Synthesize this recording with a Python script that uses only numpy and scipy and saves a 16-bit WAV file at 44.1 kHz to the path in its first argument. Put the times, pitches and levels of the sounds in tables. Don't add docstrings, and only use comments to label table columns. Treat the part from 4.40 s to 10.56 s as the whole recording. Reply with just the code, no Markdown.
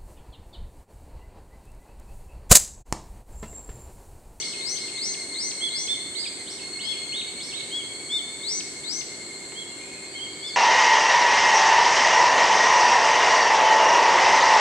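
import sys
import numpy as np
from scipy import signal
from scipy.fft import rfft, irfft, next_fast_len
from scipy.io import wavfile
from scipy.ndimage import uniform_filter1d, map_coordinates

SR = 44100
rng = np.random.default_rng(int(sys.argv[2]) if len(sys.argv) > 2 else 0)


def transcribe(u):
    v = np.clip(np.atleast_2d(u).T, -1, 1)
    q = np.round(v * 32767).astype(np.int16)
    wavfile.write(sys.argv[1], SR, q)


N = 271656
TIME = np.arange(N) / SR


def near_cicadas(length=.07, sag=.018, rough=.011, low_db=-6, high_db=-8, third_db=-10,
                 wet_db=-3, octave_side_db=6):
    out, sent = np.zeros((2, N)), np.zeros(N)
    u = np.linspace(0, 1, int(length * SR))
    for s, db, hz, side_db, octave_db in notes():
        sinking = sag * (1 - 2 * u)
        phase = cycles(hz * (1 + sinking + rough * wobble(695, len(u))))
        swell = amp(db - 7) * np.sin(np.pi * u)
        low = amp(low_db) * swell * np.sin(phase)
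        overtones = amp(octave_db) * np.sin(2 * phase) + amp(third_db) * np.sin(3 * phase)
        high = amp(high_db) * swell * overtones
        start = s - length / 2
        add(out, start, panned(low, side_db) + panned(high, side_db + octave_side_db))
        add(sent, start, low / 2 + high)
    return out + amp(wet_db) * surrounding(sent)


# (first note [s], last note [s], notes [count], last gap over first gap [ratio], first pitch [Hz],
#  last pitch [Hz], relative level [dB], fade [dB/s], left over right [dB], relative octave level [dB])
NEAR_CALLS = [(-.031, 2.009, 15, 1.93, 2112, 2056, -25, 2.6, -7, 1.5),
              (-.035, .905, 9, 1.05, 2190, 2165, -30, 3, -5, 3),
              (1.14, 2.01, 9, 1.02, 2205, 2145, -30, 3, -5.5, 3),
              (2.135, 3.78, 16, 1.06, 2158, 2134, -29.5, 3, -7, 9),
              (2.783, 4.39, 16, 1.08, 2250, 2200, -26.5, 2.5, -5, -4),
              (4.39, 5.129, 8, 1.0, 2120, 2102, -30.5, 0, -5, -9),
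              (5.19, 6.11, 9, 1.0, 2178, 2160, -30.3, -1.5, -5.5, -1)]
DRAG_POWER = 3.4
ONSET_DB, ONSET_S = -7, .09
NOTE_SCATTER_DB, NOTE_SCATTER_HZ = 1, 6


def notes():
    for first, last, count, drag, first_hz, last_hz, db, fade, side_db, octave_db in NEAR_CALLS:
        gaps = 1 + (drag - 1) * np.linspace(0, 1, round(count) - 1) ** DRAG_POWER
        for u in np.append(0, np.cumsum(gaps)) / gaps.sum():
            age = u * (last - first)
            level = db + ONSET_DB * np.exp(-age / ONSET_S) - fade * age
            level += NOTE_SCATTER_DB * rng.standard_normal()
            hz = first_hz + (last_hz - first_hz) * u + NOTE_SCATTER_HZ * rng.standard_normal()
            yield first + age, level, hz, side_db, octave_db


# (start [s], end [s], first pitch [Hz], last pitch [Hz],
#  note rate at the start [1/s], relative level [dB])
FAR_TRAINS = [(-1.2, 2.6, 2225, 2150, 9.3, -40), (-2, 1.9, 2170, 2085, 8.6, -38),
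              (.85, 1.7, 2130, 2115, 9.3, -38), (1.9, 5.9, 2170, 2105, 9.5, -43),
              (2.2, 2.95, 2165, 2140, 9.2, -34.5), (2.6, 5.4, 2255, 2180, 9.2, -46),
              (3.8, 7.5, 2130, 2090, 9, -47), (4, 5.3, 2285, 2260, 9.6, -53),
              (5.62, 9, 2265, 2220, 9.8, -35), (6.04, 9, 2150, 2090, 9.3, -26)]
# (frequency [Hz], relative level [dB])
CHOIR_SPECTRUM = [(1900, -49), (2040, -9), (2115, 7), (2210, 5.5), (2340, -33), (3800, -35), (4100, -5.5),
                  (4260, 2), (4450, -3), (4750, -34.5)]


def far_cicadas(sag=0.011, rough=.013, slowing=.035, low_db=-49.3, third_db=-16, wet_db=2, choir_db=-47):
    low, high = np.zeros(N), np.zeros(N)
    for start, end, first_hz, last_hz, rate, db in FAR_TRAINS:
        age = TIME - start
        u = np.clip(age / (end - start), 0, 1)
        beat = (rate * age * (1 - slowing * age / 2) + rng.random()) % 1
        pitch = first_hz + (last_hz - first_hz) * u
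        phase = cycles(pitch * (1 + sag * (1 - 2 * beat) + rough * wobble(800)))
        train_swell = np.sqrt(np.abs(np.sin(np.pi * u)))
        swell = amp(db) * train_swell * np.sin(np.pi * beat)
        low += swell * np.sin(phase)
        high += swell * (np.sin(2 * phase) + amp(third_db) * np.sin(3 * phase))
    low = panned(unit(low + surrounding(low)[0]), -7.5)
    high = panned(high + amp(wet_db) * surrounding(high), 3.1)
    return amp(low_db) * low + high + amp(choir_db) * rush(CHOIR_SPECTRUM)


# (time [s], mean click rate [1/s])
CLICK_RATE = [(0, 453.5), (1.5, 455), (2.7, 457.2), (3.5, 458.6), (4.4, 460.6), (5.1, 466), (5.6, 476),
              (6.16, 488)]
# (time [s], level [dB], body resonance [Hz])
RINGING = [(0, -39.5, 8080), (1.08, -38, 8090), (2.25, -40.5, 8090), (4.17, -40, 7906), (4.6, -41.3, 7720),
           (5.37, -42.5, 7630), (5.73, -43.5, 7750), (6.16, -42.5, 7650)]
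# (frequency [Hz], relative level [dB])
HISS_SPECTRUM = [(5000, -46), (6100, -15), (6350, -10.5), (6800, -14), (7400, -12), (8100, -6), (8700, -8),
                 (9200, -21.5), (10300, -20), (11200, -31), (15000, -50)]


def small_cicada(width_hz=520, upper_db=-7, lower_db=-3, between_db=-14, jitter=.0013,
                 tone_db=-1.5, hiss_db=-5, wet_db=-5):
    db, centre_hz = curves(RINGING)
    group_hz = curves(CLICK_RATE)[0] / 4 * (1 + jitter * wobble(160))
    phase = cycles(group_hz)
    pattern = amp([0, upper_db, between_db, lower_db])
    tone = np.zeros(N)
    for k in range(60, 85):
        body = 1 / (1 + ((k * group_hz - centre_hz) / width_hz) ** 2)
        tone += pattern[k % len(pattern)] * body * np.sin(k * phase + 2 * np.pi * rng.random())
    ring = unit(tone + amp(wet_db) * surrounding(tone))
    return amp(db) * (amp(tone_db) * ring + amp(hiss_db) * rush(HISS_SPECTRUM))


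# (share of the call [0-1], pitch over the reference pitch [ratio],
#  relative level [dB], buzz depth over the pitch [ratio])
SCREECH_SHAPE = [(0, .46, -22, 0), (.04, .575, -8, .012), (.17, .635, -6, .03), (.27, .70, -.5, .02),
                 (.5, .905, .5, .065), (.72, .99, -2, .025), (.87, 1, -2.5, .006), (.94, .5, -6, .08),
                 (1, .22, -18, .03)]
WHISTLE_SHAPE = [(0, .87, -20, 0), (.14, .935, -7, .002), (.35, .985, -1, .002), (.55, 1, 0, .002),
                 (.75, .988, -1, .002), (.9, .93, -9, .004), (1, .78, -22, .02)]
YELP_SHAPE = [(0, .55, -14, .008), (.1, .745, -3, .01), (.3, .885, 0, .008), (.55, .975, -1, .006),
              (.74, 1, -3, .006), (.86, .92, -1, .015), (1, .56, -7, .02)]
SWEEP_SHAPE = [(0, .47, -8, .015), (.1, .58, 1.5, .015), (.28, .87, -.5, .035), (.45, 1, -6, .04),
               (.62, 1, -10, .03), (.8, .6, -3, .04), (.9, .45, -5, .04), (1, .42, -14, .03)]
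CHIP_SHAPE = [(0, 1.14, -6, .02), (.5, 1, 0, .02), (1, .9, -6, .03)]
# (start [s], length [s], reference pitch [Hz], relative level [dB], left over right [dB])
SCREECHES = [(-.151, .19, 6280, -29.7, 8), (.204, .191, 6310, -30.7, 11), (.569, .189, 6310, -29.8, 4),
             (.939, .19, 6290, -30.2, 4), (1.299, .191, 6290, -31.3, 4), (4.026, .193, 6240, -28.2, 4),
             (4.435, .193, 6260, -30.1, 10)]
WHISTLES = [(1.203, 0.091, 3427, -25.8, -6), (1.472, 0.082, 3575, -24.8, -5),
            (2.435, 0.12, 3387, -29.7, 12), (3.305, .115, 3360, -29.2, 2), (3.69, .117, 3600, -25.4, 2),
            (5.145, .1, 3350, -36.2, -5), (5.73, 0.086, 3230, -39.6, 8), (5.783, .09, 3260, -33, -5),
            (6.018, 0.092, 3540, -34.4, 3)]
YELPS = [(1.746, .103, 4950, -30.5, -9), (2.72, .102, 3900, -31.3, -3), (3.126, .09, 4080, -34.3, -9)]
SWEEPS = [(.005, .152, 5700, -39, 0), (.35, .155, 5700, -41, 0), (2.063, .15, 5890, -41.3, -1.3),
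          (2.388, .17, 5300, -39.5, -2.5), (2.995, .145, 5930, -40.3, -1)]
CHIPS = [(1.853, .022, 2380, -35.5, -2), (1.858, .022, 3490, -35.5, 0), (6.072, .045, 4750, -38, 0)]
FAR_WHISTLES = [(5.23, 0.1, 2870, -53, 0), (5.37, 0.093, 2480, -46, 0), (5.48, .12, 2560, -50, 0)]


def bulbuls():
    birds = bulbul(SCREECHES, SCREECH_SHAPE, wet_db=-5, overtone_db=-3, rough=.009)
    birds += bulbul(WHISTLES, WHISTLE_SHAPE, wet_db=-4, overtone_db=3, rough=.005)
    birds += bulbul(YELPS, YELP_SHAPE, wet_db=-.5, overtone_db=1, rough=.007)
    birds += bulbul(SWEEPS, SWEEP_SHAPE, wet_db=3, overtone_db=1, rough=.018)
    birds += bulbul(CHIPS, CHIP_SHAPE, wet_db=-3, overtone_db=0)
    far = bulbul(FAR_WHISTLES, WHISTLE_SHAPE, wet_db=-0.5, overtone_db=-10, rough=0.033)
    return birds + trees(far[0])[:, :N]


# (multiple of the pitch [ratio], relative level [dB])
SYRINX = [(.5, -42), (1, 9.5), (1.5, -18), (2, -18), (3, -25.5), (4, -44)]


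def bulbul(calls, shape, wet_db, overtone_db, buzz_hz=335, rough=.004, lag_per_db=1.3e-5):
    out = np.zeros((2, N))
    for s, length, reference_hz, db, side_db in calls:
        t = np.arange(int(length * SR)) / SR
        glide, level_db, buzz = curves(shape, t / length)
        flutter = np.sin(cycles(buzz_hz * (1 + 0.1 * wobble(152.4, len(t)))))
        pitch = reference_hz * uniform_filter1d(glide, 256)
        phase = cycles(pitch * (1 + buzz * flutter + rough * wobble(702, len(t))))
        lag = side_db * lag_per_db / 2
        phase = np.interp([t + lag, t - lag], t, phase)
        voice = 0
        for k, part_db in SYRINX:
            gain = amp(part_db + overtone_db * (k != 1))
            voice = voice + gain * np.sin(round(2 * k) / 2 * phase)
        call = unit(voice) * amp(db + level_db) * signal.windows.tukey(len(t), .05)
        add(out, s, panned(call, side_db))
        add(out, s, amp(wet_db) * panned(trees(call), side_db / 4))
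    return out


# (time [s], relative level [dB])
TICKS = [(5.12, -37)]


def ticks(t60=0.045, level_db=-3, low_hz=500, high_hz=2600):
    out, t = np.zeros((2, N)), np.arange(SR // 10) / SR
    band = signal.butter(2, [low_hz, high_hz], "band", fs=SR, output="sos")
    for s, db in TICKS:
        burst = unit(signal.sosfilt(band, rng.standard_normal(len(t))))
        add(out, s, amp(db + level_db) * amp(-60 * t / t60) * burst)
    return out


# (frequency [Hz], relative level [dB])
RUMBLE_SPECTRUM = [(20, -40), (33, -34), (45, -23.5), (65, -15.8), (100, -14.4), (130, -9.6), (200, -8.3),
                   (300, -4.2), (400, -5.8), (500, -9), (800, -15), (1000, -14.8), (1400, -21.5),
                   (1900, -18.4), (2600, -29.5), (4000, -57)]
RUSTLE_SPECTRUM = [(1000, -10), (1800, .5), (2600, -5.2), (3400, 1.4), (5400, -5.6), (9000, -11),
                   (11500, -33), (15500, -41)]
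# (frequency [Hz], level [dB])
HUM = [(113, -68), (291, -62), (350, -57), (393, -53), (743, -65)]


def valley(rumble_db=-46.3, air_db=-47.7):
    hum = np.zeros(N)
    for hz, db in HUM:
        level = np.sqrt(2) * amp(db + wobble(2.73) / 2)
        hum += level * np.sin(cycles(hz + wobble(3.91) / 2))
    low = panned(amp(rumble_db) * rush(RUMBLE_SPECTRUM) + hum, -1.2)
    return low + amp(air_db) * rush(RUSTLE_SPECTRUM)


# (frequency [Hz], time to decay by 60 dB [s])
WOOD_DECAY = [(1000, 1.1), (3500, 0.87), (6000, 0.69), (12000, 0.54)]


def trees(x):
    hz, t, z = signal.stft(rng.standard_normal((2, int(SR * .7))), SR, nperseg=256)
    decay = amp(-60 * t / along(WOOD_DECAY, hz)[:, None])
    build_up = 1 - np.exp(-t / 0.0041)
    tail = signal.istft(z * decay * build_up, SR, nperseg=256)[1]
    wet = signal.fftconvolve(np.atleast_2d(x), tail, axes=1)
    energy = np.sum(x ** 2) / x.ndim
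    return wet * np.sqrt(energy / np.sum(wet ** 2, axis=1, keepdims=True))


def surrounding(x):
    echo = trees(x)
    add(echo, 0, echo[:, N:])
    return echo[:, :N]


# (frequency [Hz], left-right correlation [0-1])
EAR_LIKENESS = [(30, 0.8), (120, 0.97), (380, 0.96), (700, 0.6), (1500, 0.26), (4000, 0.088), (8000, 0.18)]


def rush(spectrum):
    def mid_and_side(hz):
        turn = np.arccos(np.clip(along(EAR_LIKENESS, hz), -1, 1)) / 2
        return amp(along(spectrum, hz)) * [np.cos(turn), np.sin(turn)]

    mid, side = filtered(rng.standard_normal((2, N)), mid_and_side)
    return unit(np.array([mid + side, mid - side]))


def panned(x, side_db):
    return unit(amp([[side_db / 2], [-side_db / 2]])) * x


def cycles(hz):
    return 2 * np.pi * np.cumsum(hz) / SR


def wobble(rate, size=N):
    knots = rng.standard_normal(int(size * rate / SR) + 4)
    return map_coordinates(knots, [np.arange(size) * rate / SR], order=2)


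def filtered(x, response):
    m = next_fast_len(N + 8192)
    return irfft(rfft(x, m) * response(np.fft.rfftfreq(m, 1 / SR)), m)[..., :N]


def amp(db):
    return 10 ** (np.asarray(db) / 20)


def unit(x):
    return x / np.sqrt(np.mean(x ** 2) + 1e-20)


def along(points, hz):
    f, v = np.transpose(points)
    return np.interp(np.log(hz + 1), np.log(f + 1), v)


def curves(rows, at=TIME):
    s, *cols = np.transpose(rows)
    return [np.interp(at, s, c) for c in cols]


def add(track, s, sound):
    start = round(s * SR)
    a, b = max(start, 0), min(start + sound.shape[-1], N)
    if b > a:
        track[..., a:b] += sound[..., a - start:b - start]


def scene():
    return near_cicadas() + far_cicadas() + small_cicada() + bulbuls() + ticks() + valley()


TOP_HZ = 15600


def record(dry):
    return filtered(dry, lambda hz: hz < TOP_HZ)


dry = scene()
out = record(dry)
transcribe(out)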